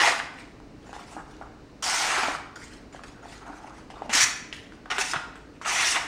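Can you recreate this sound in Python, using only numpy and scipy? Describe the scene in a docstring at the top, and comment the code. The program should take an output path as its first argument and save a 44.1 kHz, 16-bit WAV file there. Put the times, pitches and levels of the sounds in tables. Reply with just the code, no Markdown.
"""In a small hard room, close to a microphone, a sharp knife slices a hand-held sheet of paper five times.
Fibres tear in dense random snaps that ring the sheet, the loose strip and the cut edge through broad resonances.
Between cuts the fingers slide softly over the sheet, heard as sparser tearing noise; damped pops of creases and
low pushes of air come both between and during cuts. Distant machinery, circuit hiss, mains hum and two faint
whines lie under all, alike in both channels."""
import sys
import numpy as np
from scipy import signal
from scipy.fft import rfft, irfft, next_fast_len
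from scipy.io import wavfile
from scipy.ndimage import uniform_filter1d, map_coordinates

SR = 44100
rng = np.random.default_rng(int(sys.argv[2]) if len(sys.argv) > 2 else 0)


def digitize_waveform(pressure):
    """Quantize a signal to 16-bit integers and store it at the path in sys.argv[1].

    Rows of a 2-D input are taken as channels; values are limited to [-1, 1].
    """
    field = np.atleast_2d(pressure).T
    bounded = np.clip(field, -1, 1)
    quanta = np.round(bounded * 32767).astype(np.int16)
    wavfile.write(sys.argv[1], SR, quanta)


def how_loud(loudness_db):
    """Turn decibels into a plain amplitude multiplier (0 dB gives 1, 20 dB gives 10)."""
    steps = np.asarray(loudness_db, float) / 20
    return 10 ** steps


N = 267687  # length in samples


def unit(x):
    """Scaled to rms 1."""
    return x / np.sqrt(np.mean(x ** 2) + 1e-20)


def along(points, hz):
    """Points of (Hz, value) read on a log frequency axis."""
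    f, value = np.transpose(points)
    return np.interp(np.log(hz + 1), np.log(f + 1), value)


def wobble(rate):
    """A smooth random curve, rate knots a second."""
    knots = rng.standard_normal(int(N * rate / SR) + 4)
    return map_coordinates(knots, [np.arange(N) * rate / SR])


def filtered(x, response):
    """x times a complex response of frequency."""
    m = next_fast_len(N + 8192)
    return irfft(rfft(x, m) * response(np.fft.rfftfreq(m, 1 / SR)), m)[:N]


def resonant(x, modes):
    """x twice through a set of broad parallel resonances of alternating sign."""
    def twice(f):
        total = 0
        for k, (centre, width, db) in enumerate(modes):
            peak = 1j * f * width / (centre * centre - f * f + 1j * f * width)
            total = total + (-1) ** k * how_loud(db) * peak
        return total ** 2
    return filtered(x, twice)


def strokes():
    """A keen bite excites the cut edge and spares the sheet body; the whistle sinks as the cut lengthens.

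    Gives rows of (s, strip dB, body dB, edge dB, whistle Hz, whistle dB) for each push of the blade.
    """
    # One curve for each push of the blade. Each row: time in seconds, blade force in dB, bite in dB.
    pushes = [
        [(0, -19, -7.5), (.08, -21.5, -5), (.13, -29, -6.5), (.17, -47.5, 7.5), (.2, -32, -6.5), (.21, -65, -7)],
        [(1.824, -35.5, 6.5), (1.842, -32.5, 6.5), (1.926, -30.5, 3), (1.99, -30.5, 4), (2.03, -29, 0.5),
         (2.1, -28, -2), (2.168, -28, -4), (2.23, -29, -5), (2.294, -34, -4.5), (2.36, -44, -1)],
        [(4.094, -30.5, -11.5), (4.126, -35.5, -2), (4.132, -22.5, 1), (4.155, -21, 3.5), (4.185, -22, 1),
         (4.21, -20.5, 3.5), (4.242, -20.5, 5), (4.252, -31, -9), (4.27, -31, -16)],
        [(4.901, -28.5, -9), (4.909, -28, -5.5), (4.92, -25.5, -11), (4.93, -28.5, -10), (4.94, -42, -2),
         (4.968, -34, -8)],
        [(4.982, -23.5, -5.5), (5.004, -28.5, 2), (5.018, -25.5, -0.5), (5.034, -36, -0.5), (5.122, -40.5, 8),
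         (5.13, -39, -9)],
        [(5.138, -23, -9), (5.15, -36.5, -23), (5.162, -30.5, -33), (5.2, -57, -24)],
        [(5.614, -45.5, -0.5), (5.645, -46, -6), (5.65, -34.5, -8.5), (5.676, -27, -1.5), (5.708, -29, 0.5),
         (5.822, -23, -3.5), (5.86, -24.5, 0.5), (5.912, -29, 7), (5.945, -28, -3), (5.965, -24, -8.5),
         (6.0, -38.5, -3.5), (6.07, -45, -5)],
    ]
    # How the sheet is held in each push. Each row: body in dB re force at the start, middle and end,
    # before the bite lowers it, edge whistle in Hz at the start, whistle in dB before the bite adds to it.
    grips = [(-5, -1.5, -7, 5200, 4.5), (3, -1, 3.5, 5700, 4.5), (-2.5, -8, -10.5, 5940, 6),
             (-1.5, -6.5, -1, 5500, 9), (-2.5, -11, -27, 5700, 4), (-2, -0.5, 0, 6700, 5),
             (3, -10, 3.5, 6250, 5)]
    bite_reach_db = 9.5  # the bite's pull on body and whistle levels off here
    body_per_bite, whistle_per_bite = 0.36, 0.1  # dB lost by the body, gained by the whistle, per dB
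    sag_hz_per_s = 2060
    tables = []
    for rows, (*body_db, start_hz, whistle_db) in zip(pushes, grips):
        s, force_db, bite_db = np.transpose(rows)
        elapsed = s - s[0]
        part = elapsed / elapsed[-1]
        keen_db = bite_reach_db * np.tanh(bite_db / bite_reach_db)
        held_db = np.interp(part, np.linspace(0, 1, len(body_db)), body_db)
        sheet_db = held_db - body_per_bite * keen_db
        whistle_hz = start_hz - sag_hz_per_s * elapsed
        whistling_db = whistle_db + whistle_per_bite * keen_db
        tables.append(np.transpose([s, force_db, sheet_db, bite_db, whistle_hz, whistling_db]))
    return tables


def gains(tables, release):
    """Gains of strip, body and edge: each gesture starts at once and dies in release seconds (60 dB)."""
    t, out = np.arange(N) / SR, np.zeros((3, N))
    for rows in tables:
        s, strip_db, body_db, edge_db = np.transpose(rows)[:4]
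        fade_db = -60 * np.clip(t - s[-1], 0, None) / release
        for k, db in enumerate([strip_db, strip_db + body_db, strip_db + edge_db]):
            gesture = (t >= s[0]) * how_loud(np.interp(t, s, db) + fade_db)
            out[k] = np.maximum(out[k], gesture)
    return out


def bending(x, patchy_db, whistle):
    """A bending sheet has no fixed colour: its many modes come and go, and one peak (s, Hz, dB) glides."""
    hz, t, z = signal.stft(x, SR, nperseg=256)
    field = uniform_filter1d(rng.standard_normal(z.shape), size=2, axis=0)
    field = uniform_filter1d(field, size=9, axis=1)
    s, centre_hz, db = whistle
    octaves = np.log2((hz[:, None] + 1) / np.interp(t, s, centre_hz))
    peak_db = np.interp(t, s, db) * np.exp(-(octaves / 0.18) ** 2)
    shape_db = patchy_db * unit(field) + peak_db
    return signal.istft(z * how_loud(shape_db), SR, nperseg=256)[1][:N]


def tearing(tables, release, rate, scatter_db, clump_db, hiss, patchy_db, whistle):
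    """Fibres give way as random snaps (rate a second) of unequal size, in clumps, over a sliding hiss."""
    # Broad resonances of the sheet as a drum, the loose strip and the cut edge.
    # Each row: centre in Hz, width in Hz, gain in dB for one pass.
    body, strip, edge = [(339, 187, -7), (773, 301, 2), (1433, 615, 0.5)], [(1810, 990, 3), (3440, 2100, -0.5)], [(4180, 2360, -3), (6830, 2350, 0.5), (8930, 3190, -2),
                                                      (14400, 2300, -6.5)]
    out = np.zeros(N)
    clumps = wobble(70)
    for gain, modes in zip(gains(tables, release), [strip, body, edge]):
        sizes = rng.standard_normal(N) * how_loud(scatter_db * rng.standard_normal(N))
        fibres = (rng.random(N) < rate / SR) * sizes
        drive = bending(unit(fibres) + hiss * rng.standard_normal(N), patchy_db, whistle)
        # the colour moves, the power put in by the hand stays
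        power = np.abs(uniform_filter1d(resonant(drive, modes) ** 2, size=SR // 16))
        clumping = how_loud(clump_db * (clumps + 0.22 * wobble(160)))
        out += resonant(drive * gain * clumping / np.sqrt(power), modes)
    return out


def room(x):
    """Each frequency of the reverberation dies at its own speed; every third of a second gets a fresh tail."""
    # Decay of the room. Each row: frequency in Hz, time to fall 60 dB in seconds.
    decay = [(300, 0.59), (1200, 0.74), (3000, 0.6), (7000, 0.46), (12000, 0.39)]
    out, step = np.zeros(N + 2 * SR), SR // 3
    for start in range(0, N, step):
        hz, t, z = signal.stft(rng.standard_normal(SR), SR, nperseg=256)
        dying = how_loud(-60 * t / along(decay, hz)[:, None])
        tail = signal.istft(z * dying, SR, nperseg=256)[1]
        wet = signal.fftconvolve(x[start:start + step], tail / np.linalg.norm(tail))
        out[start + 250:][:len(wet)] += wet  # the tail starts 250 samples late
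    return out[:N]


def microphone(x):
    """The capsule colours the paper and its reverberation."""
    # Response of the capsule. Each row: frequency in Hz, gain in dB.
    capsule = [(60, -43), (200, 1.5), (600, -2), (8000, -2.5), (10300, -8), (11700, -20.5), (13300, -16),
               (15000, -19.5), (16000, -20.5)]
    return filtered(x, lambda f: how_loud(along(capsule, f)))


def ambience():
    """Distant machinery and circuit hiss are shaped noise; hum and whines are sines of unsteady level and phase."""
    # Colour of the distant machinery. Each row: frequency in Hz, relative level in dB.
    machinery_colour = [(13, -40), (22, -7.5), (59, -5.5), (82, -10.5), (116, -7.5), (187, -10), (312, -4),
                        (353, -12.5), (452, -10), (491, -15), (579, -15.5), (788, -20.5), (3000, -31.5),
                        (3900, -73), (6600, -120)]
    # Colour of the circuit hiss. 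Each row: frequency in Hz, relative level in dB.
    hiss_colour = [(1760, -36), (3000, -10.5), (3520, -4), (4040, -1.5), (5210, -4), (9490, -16),
                   (11500, -34.5), (12900, -22), (14800, -35.5), (15600, -19)]
    # Mains hum and two faint electric whines. Each row: pitch in Hz, mean sine peak in dB.
    tones = [(50, -59), (13281, -96), (15740, -98)]
    t = np.arange(N) / SR
    machinery = unit(filtered(rng.standard_normal(N), lambda f: how_loud(along(machinery_colour, f))))
    hiss = unit(filtered(rng.standard_normal(N), lambda f: how_loud(along(hiss_colour, f))))
    hum = np.zeros(N)
    for hz, db in tones:
        hum += how_loud(db + 1.5 * wobble(11)) * np.sin(2 * np.pi * hz * t + 0.36 * wobble(8.8))
    return how_loud(-48 + 0.41 * wobble(2.29)) * machinery + how_loud(-66) * hiss + hum


def snaps():
    """A crease pops: a damped thump at its own pitch, a treble tick and a short flutter of the sheet."""
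    # Creases and taps on the sheet. Each row: time in seconds, level in dB, pitch in Hz,
    # treble in dB re that level.
    creases = [(0.199, -15, 1600, -26), (0.386, -32, 2400, -16), (0.6, -38, 860, -10),
               (0.892, -34, 730, -13), (0.929, -31, 820, -6), (0.963, -25, 840, -24), (1.124, -42, 740, -3),
               (1.165, -24.5, 785, -25), (1.411, -28, 750, -28), (2.283, -16, 735, -21),
               (2.349, -18.5, 1235, -30), (2.619, -33, 1810, -12), (2.946, -30, 734, -18),
               (2.992, -31.5, 1120, -18), (3.035, -31, 1520, -5), (3.255, -30, 780, -29),
               (3.901, -31, 830, -18), (3.939, -35, 856, -29), (3.969, -33, 773, -30),
               (4.019, -19, 775, -31), (4.06, -33, 708, -13), (4.093, -21.5, 800, -16),
               (4.133, -10, 2230, -14), (4.526, -18, 2820, -28), (4.545, -32, 2940, -5),
               (4.721, -33, 1500, -21), (4.856, -36, 1190, -22), (4.901, -31, 1700, -14),
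               (4.982, -11.5, 1490, -22), (5.134, -12.5, 1440, -10), (5.355, -31.5, 1470, -26),
               (5.613, -27, 1110, -17), (5.966, -23, 1100, -28)]
    out, t = np.zeros(N + SR), np.arange(SR // 8) / SR
    treble = signal.butter(2, [2400, 12000], "bandpass", fs=SR, output="sos")
    for s, db, hz, treble_db in creases:
        noise = rng.standard_normal((2, len(t)))
        rise = 1 - np.exp(-3 * hz * t)
        thump = rise * np.sin(2 * np.pi * hz * t) * how_loud(-60 * t * hz / 8.7)  # 60 dB down in 8.7 cycles
        crack = 2.2 * (t == 0) + noise[0] * how_loud(-60 * t / 0.0052)
        tick = how_loud(treble_db) * signal.sosfilt(treble, crack)
        wide = signal.iirpeak(hz, .8, SR)
        shaken = signal.lfilter(*wide, noise[1] * how_loud(-60 * t / 0.054))
        shaken = signal.lfilter(*wide, shaken)
        flutter = how_loud(-8.5) * shaken * np.sqrt(3000 / hz)  # evens out the wider band of high pitches
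        out[round((s + .0012) * SR):][:len(t)] += how_loud(db) * (2.16 * thump + tick + flutter)
    return out[:N]


def moves():
    """A slide swells and fades, a jolt starts at once and sags: rows (s, strip dB, body dB, edge dB)."""
    # Fingers sliding on the sheet. Each row: start in seconds, length in seconds, loose strip in dB
    # at the peak, sheet body in dB re strip, edge in dB re strip.
    slides = [(.33, 0.17, -50.5, -6, -5.5), (.82, 0.19, -55.5, 4.5, -2), (1.06, 0.15, -54, 4.5, 3),
              (1.25, 0.2, -61, 5, 2), (2.58, 0.11, -46.5, -7.5, 0.5), (2.69, 0.11, -51.5, -4, -1),
              (2.925, 0.062, -47, 1.5, -3), (3.05, 0.075, -53, 3, 2), (3.14, 0.11, -64, 15, -6),
              (3.22, .07, -56, 12, -1), (3.26, .16, -49.5, -2, 0), (3.41, .05, -56, 13, -6),
              (3.44, 0.11, -54.5, 15.5, -3), (3.54, 0.067, -53.5, 6, -0.5), (3.6, .16, -56.5, 13.5, -1.5),
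              (3.74, .1, -55, 2, -2.5), (3.95, 0.064, -53.5, 11, -7), (4.03, .06, -51.5, 6, -6),
              (5.53, 0.06, -63, -8, -10)]
    # The sheet jolts and settles. Each row: start in seconds, length in seconds, loose strip in dB
    # at the start, sheet body in dB re strip, edge in dB re strip.
    jolts = [(.929, 0.18, -47, 4.5, -1.5), (1.167, 0.05, -56.5, 24.5, -8), (1.412, 0.067, -59.5, 19.5, -17),
             (2.557, 0.049, -49.5, 7, 4.5), (3.037, 0.019, -40.5, 0, -5), (3.901, 0.072, -47, -2, -7),
             (4.528, 0.15, -42.5, -17, -6), (4.722, 0.059, -58, 5, 0), (4.857, 0.015, -44, 10, -11),
             (5.354, .1, -55.5, -11, -4)]
    # (share of the length, dB re the peak)
    slide_shape = [(0, -7), (0.44, 0), (1, -11.5)]
    jolt_shape = [(0, 0), (1, -17.5)]
    gestures = []
    for table, shape in [(slides, slide_shape), (jolts, jolt_shape)]:
        for s, length, db, body_db, edge_db in table:
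            gestures.append([(s + part * length, db + below_db, body_db, edge_db) for part, below_db in shape])
    return gestures


def flaps():
    """The whole sheet jerks and pushes air: a soft, low, damped tone with a rounded start."""
    # Pushes of air. Each row: start in seconds, level in dB, pitch in Hz.
    jerks = [(1.171, -34, 310), (2.179, -27.5, 393), (2.23, -30.5, 252), (2.284, -31, 300),
             (3.498, -33, 280), (4.013, -37, 431), (4.091, -29, 227), (4.146, -30, 276), (4.23, -34.5, 122),
             (4.982, -28.5, 398), (5.135, -34.5, 380), (5.161, -31, 147)]
    out, t = np.zeros(N + SR), np.arange(SR // 5) / SR
    for s, db, hz in jerks:
        rise = 1 - np.exp(-t / 0.0016)
        push = rise * np.sin(2 * np.pi * hz * t) * how_loud(-60 * t / 0.095)  # 60 dB down in 95 ms
        out[round(s * SR):][:len(t)] += how_loud(db) * push
    return out[:N]


def scene():
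    """Paper near the microphone, coloured by its capsule, in the room."""
    # Gliding peak of the rustle. Each row: time in seconds, centre in Hz, lift in dB.
    rustle_peak = [(0, 5370, 0), (3.3, 5300, 3), (3.45, 6740, 2), (4.5, 3280, 6), (4.7, 3340, 8),
                   (5.3, 5000, -12)]
    pushes = strokes()
    s, *_, whistle_hz, whistle_db = np.concatenate(pushes).T
    cuts = tearing(pushes, release=0.073, rate=9000, scatter_db=2.5, clump_db=0.73, hiss=0.83,
                   patchy_db=3, whistle=(s, whistle_hz, whistle_db))
    shifts = tearing(moves(), release=0.23, rate=1500, scatter_db=8.0, clump_db=2, hiss=1.95,
                     patchy_db=4.5, whistle=np.transpose(rustle_peak))
    paper = cuts + shifts + snaps()
    heard = microphone(paper + how_loud(-6.5) * room(paper)) + flaps() + ambience()
    return np.array([heard, heard])


def band_limit(x):
    """A steep low-pass at the top of the band."""
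    return signal.sosfilt(signal.butter(12, 15830, fs=SR, output="sos"), x)


def record(dry):
    """Each channel of the mix loses all above 15830 Hz."""
    mix = np.array([filtered(channel, lambda f: f < 15830) for channel in dry])
    return band_limit(mix)


dry = scene()
out = record(dry)
digitize_waveform(out)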